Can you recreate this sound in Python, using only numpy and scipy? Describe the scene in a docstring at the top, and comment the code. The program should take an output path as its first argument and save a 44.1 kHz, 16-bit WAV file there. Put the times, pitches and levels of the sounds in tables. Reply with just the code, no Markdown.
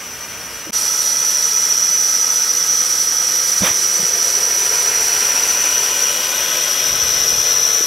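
"""Steam leaking from a standing locomotive

A narrow jet hisses and sings a shrill, unsteady whistle; a duller rush swells from under the boiler,
and the steel sides throw it all back. We listen by the cylinders, jump to the cab after a brief break,
then turn towards the boiler. A few light knocks, one scuff and a puff of wind pass close by."""
import sys
import numpy as np
from scipy import signal
from scipy.fft import rfft, irfft, next_fast_len
from scipy.io import wavfile
from scipy.ndimage import uniform_filter1d

SR = 44100
rng = np.random.default_rng(int(sys.argv[2]) if len(sys.argv) > 2 else 0)


def dump(signal):
    """Clip the signal to [-1, 1] and save it as 16-bit WAV at the path in sys.argv[1]."""
    limited = np.clip(np.atleast_2d(signal).T, -1, 1)
    pcm = np.round(limited * 32767).astype(np.int16)
    wavfile.write(sys.argv[1], SR, pcm)


N = 346626
T = np.arange(N) / SR

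# Jet and rush cross from right to left during the turn (positive pan is left):
# cylinders_pan_db, cab_pan_db, turned_pan_db, start_s, end_s
JET_PAN = (2, -2.4, 3.5, 3.8, 7)
RUSH_PAN = (0, -4.5, 6.5, 4, 8)


def whistle(gain_db=0.9, tune_hz=8, jitter_hz=78, slap_s=0.01156, echo_db=-4):
    """The jet's edge tone, shaken by its own turbulence, with a breathy band below and a weak octave."""
    # The tone by the cab, before gain and tuning: time_s, level_db, pitch_hz
    tone_curve = [(0.76, -20, 5837), (1.13, -18, 5877), (1.94, -16, 5896), (2.62, -18, 5906),
                  (2.76, -15.5, 5925), (2.84, -18, 5890), (5.8, -17.5, 5890), (5.96, -20.5, 5890),
                  (6.02, -16, 5850), (6.18, -22, 5894), (7.7, -16, 5884), (7.86, -18, 5915)]
    # The breathy band by the cab: time_s, level_db
    breath_curve = [(.73, -30), (3.8, -27.5), (5.1, -29.5), (6.25, -34.5), (7.2, -24), (7.86, -29.5)]
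    cab_db, cab_hz = follow(tone_curve)
    firming = ease(6.0, 6.3)  # late on, the pitch steadies and the octave steps up
    waver_hz = by_place(75, 35 * (1 - 0.47 * firming))
    falter = np.exp(0.635 * wander(22.09))  # the pitch dips further than it rises
    pitch = by_place(5910, cab_hz) + tune_hz - waver_hz * unit(falter - falter.mean())
    cycles = np.cumsum(pitch + jitter_hz * wander(217)) / SR
    tone = np.sqrt(2) * np.sin(2 * np.pi * cycles) + amp(-5) * resonant_noise(pitch - 100, 660, order=5)
    tone *= amp(0.9 * wander(80))
    # The engine's side returns the pitch of a moment ago, which beats against the pitch now.
    tone += 0.53 * np.interp(T - slap_s, T, tone, left=0)
    tone += amp(echo_db) * echoes(tone, t60_s=0.24)
    tone /= np.sqrt(uniform_filter1d(tone ** 2, size=4500))  # even out the slow swings in level
    breath = resonant_noise(5450, 1120, order=5)
    breath = unit(breath + amp(echo_db) * echoes(breath, t60_s=0.092))
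    octave = unit(resonant_noise(2 * pitch - 60, 900, order=5) + 0.71 * np.sin(4 * np.pi * cycles))
    jet = amp(by_place(-33, cab_db + gain_db)) * tone
    jet += amp(by_place(-41.5, follow(breath_curve)[0])) * breath
    jet += amp(by_place(-46, -35.5 + 4.5 * firming)) * octave
    return place(jet, bearing(*JET_PAN), spread_db=by_place(-9, -17))


def hiss(gain_db=3.0, flicker_db=0.5, swell_db=0.77):
    """Broad noise of the jet, flickering as drops of water pass the gap."""
    # The hiss by the cab, before gain: time_s, level_db
    hiss_curve = [(0.76, -26.5), (1.86, -29.5), (5.45, -27), (6.41, -30.5), (7.7, -32.5), (7.86, -32)]
    # Spectrum of the jet: frequency_hz, level_db
    hiss_colour = [(2500, -24), (3750, -6), (4150, -1.5), (5000, 0.5), (6600, -4.5), (7500, 1), (8300, -5),
                   (9100, 0.5), (9900, -2), (10450, -5.5), (11100, 0), (12500, -8.5), (13400, -17),
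                   (14200, -8.5), (16000, -15.5)]
    level_db = by_place(-41.3, follow(hiss_curve)[0]) + gain_db
    jet = noise(hiss_colour) * amp(flicker_db * wander(47) + swell_db * wander(6.7))
    return place(amp(level_db) * reflected(jet), 0.7 * bearing(*JET_PAN), spread_db=-44)


def rush(billow_db=0.66):
    """Slower, wider steam billows out under the boiler, brightening as the microphone turns to it."""
    # Swells of the middle, the hollow body and the bright top, one row each:
    # cylinders_db, cab_db, swell_db, start_s, peak_s, fade_db_per_s
    swells = [(-37.5, -36.5, 7.5, 3.3, 5.6, 1.6), (-43, -41.5, 8, 3.28, 4.43, 0.14),
              (-37.6, -35.5, 8.5, 2.43, 6.55, 2.5)]
    # Spectra of those three layers: frequency_hz, level_db
    mid_colour = [(250, -15), (600, -9), (900, -2), (1100, -2), (1500, 1), (1800, -2), (2100, -5.5),
                  (2700, -12), (4000, -36)]
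    body_colour = [(120, -21), (290, -16.5), (370, -1.5), (425, -2.5), (490, 2.5), (550, 0.5), (625, -2.5),
                   (700, -4.5), (800, -11.5), (1200, -26.5)]
    bright_colour = [(1500, -18.5), (2100, -5.5), (2450, -1.5), (2700, -4), (3050, -1), (3450, -5),
                     (3750, -10), (4500, -12.5), (6500, -17)]
    gains = []
    for cylinders_db, cab_db, swell_db, start_s, peak_s, fade in swells:
        ride_db = swell_db * ease(start_s, peak_s) - fade * np.maximum(T - peak_s, 0)
        gains.append(amp(by_place(cylinders_db, cab_db + ride_db)))
    mid_gain, body_gain, bright_gain = gains
    focus_hz = by_place(2201, 1902 + (3770 - 1902) * ease(4.0, 7.7))
    bright = noise(bright_colour) + amp(-4) * resonant_noise(focus_hz, 2200, order=5)
    steam = mid_gain * noise(mid_colour) + body_gain * noise(body_colour) + bright_gain * bright
    steam *= amp(billow_db * wander(15))
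    return place(reflected(steam), bearing(*RUSH_PAN), spread_db=-47)


def hollows():
    """Pipes and pockets around the cab ring faintly in the steam, receding in the middle of the turn."""
    # Cavity resonances: pitch_hz, width_hz, relative_db
    cavities = [(831, 11, -14), (1032, 32, -16), (1298, 39, -3), (1466, 8.3, -11.5), (1630, 34, -15),
                (1978, 43, -8), (2500, 54, -16.5), (3272, 88, -7.5), (3430, 53, -9.5), (4470, 36, -25),
                (4710, 46, -16), (4910, 24, -10), (5240, 45, -21), (6600, 45, -3), (8500, 64, -8)]
    ring = sum(amp(db) * resonant_noise(hz, width_hz) for hz, width_hz, db in cavities)
    dip_db = 5.5 * np.exp(-(T - 5.2) ** 2)
    return place(ring * amp(by_place(-53, -35 - dip_db)), 0.35 * bearing(*RUSH_PAN), spread_db=-30)


def knocks(rise_s=0.0017, thud_gain=0.27):
    """Each blow rings one damped low mode over a short dull thud."""
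    # Dull knocks close by: start_s, level_db, pitch_hz, t60_s, pan_db
    blows = [(0.667, -27, 318, 0.13, -6), (0.692, -26.5, 210, 0.12, -7), (3.607, -13, 75, 0.034, -5),
             (3.619, -5.5, 199, 0.03, -5), (3.629, -13, 180, 0.068, -5), (3.630, -18, 512, 0.15, -4),
             (3.704, -23, 110.5, 0.043, -9), (3.993, -26, 184, 0.11, -4), (4.029, -21, 178, 0.047, -7),
             (7.807, -9, 370, 0.013, 6), (7.840, -16, 457, 0.021, 2)]
    out = np.zeros((2, N))
    thud = thud_gain * noise([(40, -14), (150, -9), (550, 11), (1200, -18), (5000, -40)])
    for start_s, db, hz, t60_s, pan_db in blows:
        age = np.maximum(T - start_s, 0)
        attack = 1 - np.exp(-age / rise_s)
        decay = amp(db - 60 * np.minimum(age / t60_s, 2))
        blow = (np.sin(2 * np.pi * hz * age) + thud) * attack * decay
        out += amp([[pan_db / 2], [-pan_db / 2]]) * blow
    return out


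def scuff(grit_db=2):
    """Grit catches and slips in one quick scrape, on the heels of the loudest knock."""
    # Spectrum of the grit: frequency_hz, level_db
    grit_colour = [(100, -11), (500, -6), (900, 0.5), (1400, -0.5), (2000, 2.5), (2800, -4), (3600, 0.5),
                   (4300, -21), (8000, -13), (11000, -8), (16000, -23)]
    # The scrape: start_s, length_s, level_db
    strokes = [(3.612, 0.068, -18)]
    scrape = unit(noise(grit_colour) * amp(grit_db * wander(380)))
    return place(scrape * envelope(strokes, rise_s=0.042, t60_s=0.19), pan_db=-6, spread_db=-22)


def boiler(murmur_db=-42, drone_hz=58):
    """The boiler's low murmur, with spells of deep drone."""
    # Spectrum of the murmur: frequency_hz, level_db
    murmur_colour = [(20, -31), (45, -7), (70, -6.5), (100, -10), (170, 0), (240, -1), (320, -2.5),
                     (600, -17)]
    # Spells of drone: start_s, length_s, level_db
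    spells = [(0, 3.4, -60.5), (4.82, .7, -53)]
    drone = envelope(spells, rise_s=0.2, t60_s=0.45) * resonant_noise(drone_hz, 22, order=3)
    return place(amp(murmur_db) * noise(murmur_colour) + drone, pan_db=-4.5, spread_db=-21)


def wind(buffet_db=2):
    """Lumpy puffs of wind buffet the microphone."""
    # Puffs: start_s, length_s, level_db
    puffs = [(0, .7, -50), (6.8, 0.57, -40.5)]
    # Spectrum of the buffeting: frequency_hz, level_db
    wind_colour = [(15, -30), (45, 1), (75, -2), (150, -4.5), (300, -19), (800, -45)]
    strength = envelope(puffs, rise_s=0.11, t60_s=1.9) * amp(buffet_db * wander(14))
    return place(strength * noise(wind_colour), pan_db=-2.5, spread_db=-11)


def echoes(x, t60_s, count=6):
    """Dense short reflections off steel and paving; their pattern shifts as the microphone turns."""
    t = np.arange(4096) / SR
    out = np.zeros(N)
    for k in range(count):
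        taps = rng.standard_normal(len(t)) * amp(-60 * t / t60_s) * (t > 0.002)
        crossfade = np.cos(np.pi / 2 * np.clip(T / T[-1] * (count - 1) - k, -1, 1))
        out += crossfade * signal.oaconvolve(x, taps / np.linalg.norm(taps))[:N]
    return out


def reflected(x, wet=0.58):
    """Direct sound plus near reflections, which ripple the colour of a noise."""
    return (x + wet * echoes(x, t60_s=0.09, count=7)) / np.hypot(1, wet)


def place(x, pan_db, spread_db):
    """Stereo from a left-over-right level difference, plus faint reflections from the sides."""
    side = np.tanh(pan_db * np.log(10) / 40) * x + amp(spread_db) * echoes(x, t60_s=0.12, count=2)
    return np.array([x + side, x - side])


def by_place(cylinders, cab, jump_s=0.726):
    """One value by the cylinders, another from the jump to the cab onwards."""
    return cylinders + (cab - cylinders) * ease(jump_s - 0.009, jump_s + 0.009)


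def bearing(cylinders_db, cab_db, turned_db, start_s, end_s):
    """Pan of a source as the microphone turns past it."""
    return by_place(cylinders_db, cab_db + (turned_db - cab_db) * ease(start_s, end_s))


def noise(colour):
    """Noise of rms 1, shaped by rows of frequency_hz, level_db."""
    corner_hz, db = np.transpose(colour)
    size = next_fast_len(N)
    hz = np.fft.rfftfreq(size, 1 / SR)
    gain = amp(np.interp(np.log(hz + 1), np.log(corner_hz), db))
    return unit(irfft(rfft(rng.standard_normal(size)) * gain, size)[:N])


def resonant_noise(hz, width_hz, order=1):
    """Turbulence ringing in a resonance, which may move; each added order narrows the band."""
    pole = np.exp(-np.pi * width_hz / SR)
    band = rng.standard_normal(N) + 1j * rng.standard_normal(N)
    for _ in range(order):
        band = signal.lfilter([1 - pole], [1, -pole], band)
    carrier = np.exp(2j * np.pi * np.cumsum(hz * np.ones(N)) / SR)
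    return unit((band * carrier).real)


def wander(rate_hz):
    """Random drift of rms 1, rolled off above the rate."""
    steps = rng.standard_normal(N // 16 + 2)
    slow = signal.sosfilt(signal.butter(2, rate_hz, fs=SR / 16, output="sos"), steps)
    return unit(np.interp(np.arange(N) / 16, np.arange(len(slow)), slow))


def envelope(events, rise_s, t60_s):
    """Each event rises, holds to the end of its length and dies away."""
    out = np.zeros(N)
    for start_s, length_s, db in events:
        attack = np.clip((T - start_s) / rise_s, 0, 1)
        out += attack * amp(db - 60 * np.maximum(T - start_s - length_s, 0) / t60_s)
    return out


def follow(rows):
    """Joins timed rows by straight lines: one signal for each column after the time."""
    times, *columns = np.transpose(rows)
    return [np.interp(T, times, column) for column in columns]


def ease(start_s, end_s):
    """A smooth move from 0 to 1 between two times."""
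    return np.sin(np.pi / 2 * np.clip((T - start_s) / (end_s - start_s), 0, 1)) ** 2


def amp(db):
    """Decibels to gain."""
    return 10 ** (np.asarray(db) / 20)


def unit(x):
    """Scales to rms 1."""
    return x / np.sqrt(np.mean(x ** 2) + 1e-20)


def scene():
    """All the sources at the microphone."""
    return whistle() + hiss() + hollows() + rush() + boiler() + wind() + knocks() + scuff()


def record(dry, mono_above_hz=7500, treble_width=0.024, low_cut_hz=38, high_cut_hz=15780):
    """The stereo sound, band-limited, nearly mono in the top treble and thin in the deep bass."""
    # The sound breaks off briefly at the jump to the cab: time_s, gain_db
    dropout = [(.707, 0), (.710, -32), (.718, -32), (.722, -9), (.729, -7), (.732, 0)]
    mid, side = (dry[0] + dry[1]) / 2, (dry[0] - dry[1]) / 2
    low_side = signal.oaconvolve(side, signal.firwin(41, mono_above_hz, fs=SR), "same")
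    side = low_side + treble_width * (side - low_side)
    low_cut = signal.butter(2, low_cut_hz, "high", fs=SR, output="sos")
    stereo = signal.sosfilt(low_cut, [mid + side, mid - side]) * amp(follow(dropout)[0])
    high_cut = signal.firwin(801, high_cut_hz, window=("kaiser", 9), fs=SR)
    return signal.oaconvolve(stereo, high_cut[None], "same", axes=1)


dry = scene()
out = record(dry)
dump(out)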